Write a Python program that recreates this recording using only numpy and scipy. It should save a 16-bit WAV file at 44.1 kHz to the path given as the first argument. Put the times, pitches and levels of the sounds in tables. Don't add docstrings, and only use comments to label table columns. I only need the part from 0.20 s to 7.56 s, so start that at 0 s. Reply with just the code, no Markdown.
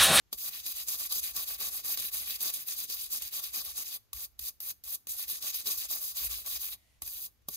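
import sys
import numpy as np
from scipy import signal
from scipy.fft import rfft, irfft, next_fast_len
from scipy.io import wavfile
from scipy.ndimage import uniform_filter1d

SR = 44100
rng = np.random.default_rng(int(sys.argv[2]) if len(sys.argv) > 2 else 0)


def wrap_up_sound(samples):
    columns = np.atleast_2d(samples).T
    tamed = np.clip(columns, -1, 1)
    steps = np.round(tamed * 32767).astype(np.int16)
    wavfile.write(sys.argv[1], SR, steps)


N = 324576
SIZE = next_fast_len(N)
HZ = np.fft.rfftfreq(SIZE, 1 / SR)
TIME = np.arange(N) / SR

# [turn t/s, kind, level/dB once up to speed, level/dB before it slows]
STROKES = [(.173, "first", -42.5, -35.5), (0.305, "pull", -40, -43.5), (.426, "push", -39, -37.5),
           (.536, "pull", -39, -40.5), (.655, "push", -37, -36.5), (0.771, "pull", -36, -38),
           (.886, "push", -34.5, -35), (1.01, "pull", -36, -41), (1.131, "push", -35.5, -37.5),
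           (1.253, "pull", -35.5, -41.5), (1.375, "push", -34.5, -36.5), (1.503, "pull", -35, -41),
           (1.625, "push", -35.5, -35), (1.761, "pull", -36.5, -40), (1.908, "push", -37, -38.5),
           (2.054, "quick", -36.5, -38.5), (2.183, "push", -35.5, -35), (2.315, "pull", -38.5, -45),
           (2.45, "push", -37.5, -37), (2.559, "quick", -37.5, -40), (2.67, "push", -37, -38.5),
           (2.775, "quick", -38.5, -42.5), (2.888, "push", -35.5, -37), (2.995, "pull", -41.5, -41),
           (3.104, "push", -36, -37), (3.21, "pull", -39.5, -43.5), (3.315, "push", -35.5, -39.5),
           (3.43, "pull", -42.5, -43.5), (3.538, "push", -38, -40), (3.64, "pull", -43.5, -41.5),
           (3.943, "first", -44.5, -39.5), (4.204, "first", -43, -38), (4.419, "first", -46, -35.5),
           (4.646, "first", -45.5, -36.5), (4.882, "first", -39.5, -38.5), (4.967, "quick", -36.5, -39),
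           (5.066, "push", -36.5, -42.5), (5.201, "push", -37, -36), (5.321, "pull", -38, -41.5),
           (5.438, "push", -35, -33), (5.559, "quick", -35.5, -41), (5.679, "push", -34.5, -37.5),
           (5.803, "quick", -38, -41.5), (5.938, "push", -36.5, -35.5), (6.085, "pull", -37, -44.5),
           (6.237, "push", -40, -36), (6.385, "pull", -37.5, -38.5), (6.506, "quick", -39, -54),
           (6.85, "first", -44, -41), (7.305, "first", -47, -43.5)]
STROKE_KINDS = {"push": (0.0228, .034, -55, 3, -1, 3.5, 4), "pull": (0.0128, .03, -49, 0, 1.5, 6.5, 1.5),
                "quick": (0.04, 0.0277, -44.5, -.5, 0, 4.5, 0.8),
                "first": (.02, 0.01, -52, 1.5, -2.5, 3, -.5)}
LIFTS = [3.762, 4.051, 4.292, 4.51, 4.753, 6.552, 7.065]
LIFT_S, LIFT_DB = .027, -28
# [t/s, level/dB]
SNAGS = [(0.463, -39), (0.684, -36), (.9085, -50), (.923, -37), (1.164, -42), (1.404, -45), (1.646, -38.5),
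         (1.773, -34), (1.934, -45), (2.106, -38), (2.206, -40), (2.338, -41), (2.485, -46), (2.699, -41),
         (3.02, -40), (3.238, -43), (3.449, -42), (3.74, -41), (5.081, -45), (5.225, -39), (5.342, -39),
         (5.458, -44), (5.69, -46), (5.703, -41), (6.26, -44), (6.876, -41), (7.22, -77)]
# [t/s, bristle level/dB, thud level/dB, ring level/dB,
#  settling by 60 dB t/s, lead-in level/dB, lowest f/Hz rung: near the tip only upper modes answer]
LANDINGS = [(.128, -30.5, -42.5, -16.5, 0.074, -20, 168), (3.931, -32, -72, -11.5, 0.027, -38, 900),
            (4.192, -33.5, -60, -36, 0.029, -30, 900), (4.403, -38.5, -75, -36, 0.049, -35, 900),
            (4.638, -42.5, -86, -46, 0.035, -38, 900), (4.87, -39, -75, -23, 0.052, -46, 150),
            (6.82, -36.5, -47, -19, 0.079, -29, 500), (7.286, -33, -52, -8, 0.036, -26, 140)]
# [f/Hz, relative level/dB]
TICK_COLOUR = [(100, -26.5), (1600, -16), (2500, -12.5), (3100, -3), (3600, -4), (5200, -4), (5600, -6.5),
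               (6100, -3), (7400, -7), (8300, -1), (10000, 5.5), (11200, 1.5), (13300, 5.5), (15700, 0)]
TICKS_PER_S, TICK_SPREAD_DB = 14000, 1.3
CLUMP_DB, PATCH_DB, DRIFT_DB = 0.75, 2.5, 2
TOGETHER = 0.22
RANGE_EDGES = [20, 500, 1600, 2600, 3300, 4000, 4800, 5600, 6800, 8000, 9500, 11000, 12500, 14000, 30000]
DIP_SHARES = [.85, .8, 1, 0.87]
# [t/s, level/dB of thud, low steel, middle steel, upper steel]
PLACES = [(0, 0, -0.5, -0.19, 1), (1, 1, 1, 0.11, 0.5), (1.8, 0.5, 1, -0.079, -1), (2.3, 3, 1, 1, 2),
          (2.6, -2, 0.5, 0.2, 0.5), (3.4, 1.5, 0, 0, 0.5), (4, 1.5, 1.5, -0.21, 0.5),
          (4.6, -1, -1.5, -1.1, -1.5), (5.1, -1, -0.5, 1, -0.5), (5.6, 2, 1.5, 0.088, 3),
          (6.3, -0.5, -1.5, -0.11, 1), (6.8, 2.5, -1, 0, -0.5), (7, -3, -5.5, 0, -1), (7.3, 4, 2, 1, 0.5)]
# [f/Hz, width f/Hz, level/dB over the tick colour]
RULE_MODES = [(175, 30, 3), (225, 40, 3), (290, 50, 2), (412, 30, 4), (610, 70, 2), (800, 120, 0),
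              (1140, 55, 10), (2540, 150, 2), (3560, 60, 0), (3910, 150, 3), (4550, 100, 2), (4780, 120, 2),
              (5200, 120, 0), (6470, 300, 1), (8760, 200, 3)]
SLIP_DB, SLIP_T60 = -58, .13
# [t/s, level/dB]
WOBBLE_LEVEL = [(0, -80), (.3, -70), (.9, -67), (1.3, -65.5), (2.1, -66.5), (2.3, -77), (2.9, -72),
                (3.3, -71), (3.7, -68), (3.88, -83), (4, -68.5), (4.45, -71), (4.8, -80), (5, -74),
                (5.5, -69.5), (6.4, -66.5), (6.9, -74.5), (7.36, -69)]
WOBBLE_HZ, WOBBLE_WIDTH_HZ = 59.8, 26
# [peak t/s, level/dB, time to fall 30 dB t/s]
JOLTS = [(0.158, -62, .05), (0.406, -66, .05), (0.552, -67, 0.091), (.8, -66, 0.058), (1.17, -61, .08),
         (1.31, -60, 0.043), (1.41, -65, 0.04), (1.797, -64, 0.051), (2.612, -68, 0.041), (3.036, -61, .08),
         (3.48, -61, 0.046), (3.959, -50.5, 0.057), (4.22, -54, .065), (4.532, -66, 0.049),
         (4.67, -63, 0.06), (4.898, -60.5, .05), (5.077, -62, 0.063), (5.617, -65, .06), (6.07, -50, 0.21),
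         (6.843, -53, .09), (7.3, -62, .07)]
JOLT_RISE = 0.45
ROOM_DB, ROOM_T60 = -22, .3
# [f/Hz, relative level/dB]
AIR_COLOUR = [(59, -22), (100, -3), (140, -15), (752, -25.5), (4470, -29), (5530, -29.5), (6700, -29),
              (8640, -39.5), (13200, -31), (16000, -50)]
AIR_DB = -76
# [t/s, level/dB]
RUSTLE_LEVEL = [(6.54, -100), (6.58, -75.5), (6.72, -74), (6.79, -79), (6.83, -100)]
# [f/Hz, relative level/dB]
RUSTLE_COLOUR = [(350, -44), (600, -7), (1610, -34), (1980, -0.5), (2090, -9), (7620, -17), (9360, -13),
                 (16000, -23)]
# [f/Hz, likeness 0-1, phase/radians, left minus right level/dB]
PORTS = [(100, .5, 0, -1.1), (1150, .7, -1.6, .1), (1650, .1, -1, 3), (2300, .5, -.9, -1),
         (3050, .7, -3, .8), (4200, .25, -1.2, 3), (5400, .4, -3, 4), (6400, .6, -5.1, .4),
         (7400, .1, -5.8, .5), (8300, .88, -3.4, -.3), (9150, .995, -3.14, -.1), (9500, .99, -3.12, -.1),
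         (11200, .66, -1.8, .4), (12900, .97, -.1, 0), (13500, 1, 0, 0)]
EDGE_HZ = 15700


def brush():
    sweep_db, dip_db = sweep()
    contact = gain_of(sweep_db) + bursts([(s, db, .04, -30) for s, db in SNAGS])
    contact = contact + bursts([(s, db, t60, lead_db) for s, db, _, _, t60, lead_db, _ in LANDINGS])
    contact = contact * gain_of(CLUMP_DB * wander(.004))
    colour = gain_of(read(*np.transpose(TICK_COLOUR))) * ringing()
    colour /= np.sqrt(np.mean(abs(colour) ** 2))
    tints = range_tints(dip_db)
    broad = ticks()
    spectrum = 0
    for low, high in zip(RANGE_EDGES, RANGE_EDGES[1:]):
        favour_db = tints[np.searchsorted([1600, 2600, 4800, 8000], high)]
        level_db = favour_db + PATCH_DB * wander(.012) + DRIFT_DB * wander(.06)
        own = np.roll(broad, rng.integers(N), axis=1)
        force = np.sqrt(TOGETHER) * broad + np.sqrt(1 - TOGETHER) * own
        band = np.sqrt(abs(above(low) - above(high)))
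        spectrum = spectrum + rfft(force * contact * gain_of(level_db), SIZE) * band
    return irfft(spectrum * colour, SIZE)[:, :N]


def sweep():
    points = [(STROKES[0][0] - .02, -90, 0)]
    next_strokes = STROKES[1:] + [(N / SR, "pull")]
    for (s, kind, first_db, last_db), (after, next_kind, *_) in zip(STROKES, next_strokes):
        rise, turn_db = STROKE_KINDS[kind][1:3]
        points += [(s, turn_db, turn_db - first_db), (s + rise, first_db, 0)]
        lifts = [at for at in LIFTS if s < at < after]
        if lifts:
            lift = lifts[0]
            points += [(lift, last_db, 0), (lift + LIFT_S, last_db + LIFT_DB, 0)]
            points += [(lift + 2 * LIFT_S, -90, 0), (after - .02, -90, 0)]
        else:
            points.append((after - STROKE_KINDS[next_kind][0], last_db, 0))
    s, level_db, dip_db = np.transpose(points)
    return np.interp(TIME, s, level_db), np.interp(TIME, s, dip_db)


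def range_tints(dip_db):
    middles = np.array([row[0] for row in STROKES]) + 0.065
    favours = np.transpose([STROKE_KINDS[row[1]][:2:-1] for row in STROKES])
    place_s, *place_levels = np.transpose(PLACES)
    tints = []
    for favour, place, share in zip(favours, place_levels, DIP_SHARES):
        stroke_db = np.interp(TIME, middles, favour)
        place_db = np.interp(TIME, place_s, place)
        tints.append(stroke_db + place_db + (share - 1) * dip_db)
    return tints + [0]


def ticks():
    size_db = TICK_SPREAD_DB * np.minimum(rng.exponential(1, (2, N)), 3.5)
    hits = rng.random((2, N)) < TICKS_PER_S / SR
    return evened(hits * rng.standard_normal((2, N)) * gain_of(size_db))


def ringing():
    return 1 + sum(gain_of(db) * width / (width + 2j * (HZ - hz)) for hz, width, db in RULE_MODES)


def landings():
    thuds = [(s, db, t60, -60) for s, _, db, _, t60, *_ in LANDINGS]
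    slips = [(s - .01, SLIP_DB, SLIP_T60, -8) for s in LIFTS]
    rattle = bursts(thuds + slips) * rng.standard_normal((2, N))
    blows = sum(gain_of(db) * np.exp(-2j * np.pi * HZ * s) * above(hz)
                for s, _, _, db, _, _, hz in LANDINGS)
    dull = np.sqrt(1 - above(1200))
    ring = irfft(blows * dull * (ringing() - 1), SIZE)[:N]
    return filtered(rattle, above(130) * dull * ringing()) + ring


def wobble():
    mode = (WOBBLE_WIDTH_HZ / (WOBBLE_WIDTH_HZ + 2j * (HZ - WOBBLE_HZ))) ** 2
    shared, apart = evened(filtered(rng.standard_normal((2, N)), mode))
    steady = np.sqrt(uniform_filter1d(shared ** 2, 3000) + 0.22)
    level = gain_of(np.interp(TIME, *np.transpose(WOBBLE_LEVEL)) + 3.0 * wander(0.054))
    for s, db, span in JOLTS:
        distance = np.maximum((s - TIME) / JOLT_RISE, TIME - s)
        level = np.maximum(level, gain_of(db - 30 * distance ** 2 / span ** 2))
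    pair = shared / steady + 0.4 * np.outer([1, -1], apart)
    return level * pair * gain_of([[-.5], [.5]])


def room(x):
    t = np.arange(SR // 3) / SR
    wet = 0
    for k in range(3):
        tail = rng.standard_normal((1, len(t))) * gain_of(-60 * t / ROOM_T60) * (t > .003)
        turn = np.cos(np.pi * (4 * TIME + k / 3)) * np.sqrt(2 / 3)
        wet = wet + signal.oaconvolve(x * turn, tail / np.linalg.norm(tail), axes=1)[:, :N]
    return gain_of(ROOM_DB) * wet


def hush():
    air = evened(filtered(rng.standard_normal((2, N)), gain_of(read(*np.transpose(AIR_COLOUR)))))
    rustle = evened(filtered(rng.standard_normal((2, N)), gain_of(read(*np.transpose(RUSTLE_COLOUR)))))
    rustle_gain = gain_of(np.interp(TIME, *np.transpose(RUSTLE_LEVEL)))
    middle, side = gain_of(AIR_DB) * air + rustle_gain * rustle
    return np.array([middle + .8 * side, middle - .8 * side])


def ports(pair):
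    hz, same, phase, balance_db = np.transpose(PORTS)
    same = np.clip(read(hz, same), 0, 1)
    alike = filtered(pair[0], same * np.exp(1j * read(hz, phase)))
    right = alike + filtered(pair[1], np.sqrt(1 - same ** 2))
    half = gain_of(read(hz, balance_db) / 2)
    return filtered(np.array([pair[0], right]), np.array([half, 1 / half]))


def bursts(rows):
    out = np.zeros(N)
    for s, db, t60, lead_db in rows:
        t = np.arange(-.015, 1.5 * t60, 1 / SR)
        shape_db = np.interp(t, [-.015, -.001, .0005, t60 * 1.5], [lead_db - 25, lead_db, 0, -90])
        at = round((s - .015) * SR)
        out[at:at + len(t)] += gain_of(db + shape_db)[:N - at]
    return out


def wander(span):
    steps = np.arange(-1, N / SR / span + 2)
    return np.interp(TIME / span, steps, rng.standard_normal(len(steps))) * np.sqrt(1.5)


def gain_of(db):
    return 10 ** (np.asarray(db) / 20)


def evened(x):
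    return x / np.sqrt(np.mean(x ** 2) + 1e-20)


def read(hz, value):
    return np.interp(np.log(HZ + 1), np.log(hz), value)


def filtered(x, response):
    return irfft(rfft(x, SIZE) * response, SIZE)[..., :N]


def above(hz):
    return 1 / (1 + (hz / (HZ + 1)) ** 12)


def scene():
    near = brush() + landings()
    return ports(near + room(near)) + wobble() + hush()


def record(dry):
    lowpass = signal.firwin(511, EDGE_HZ, window=("kaiser", 9), fs=SR)
    return signal.oaconvolve(dry, lowpass[None], "same")


dry = scene()
out = record(dry)
wrap_up_sound(out)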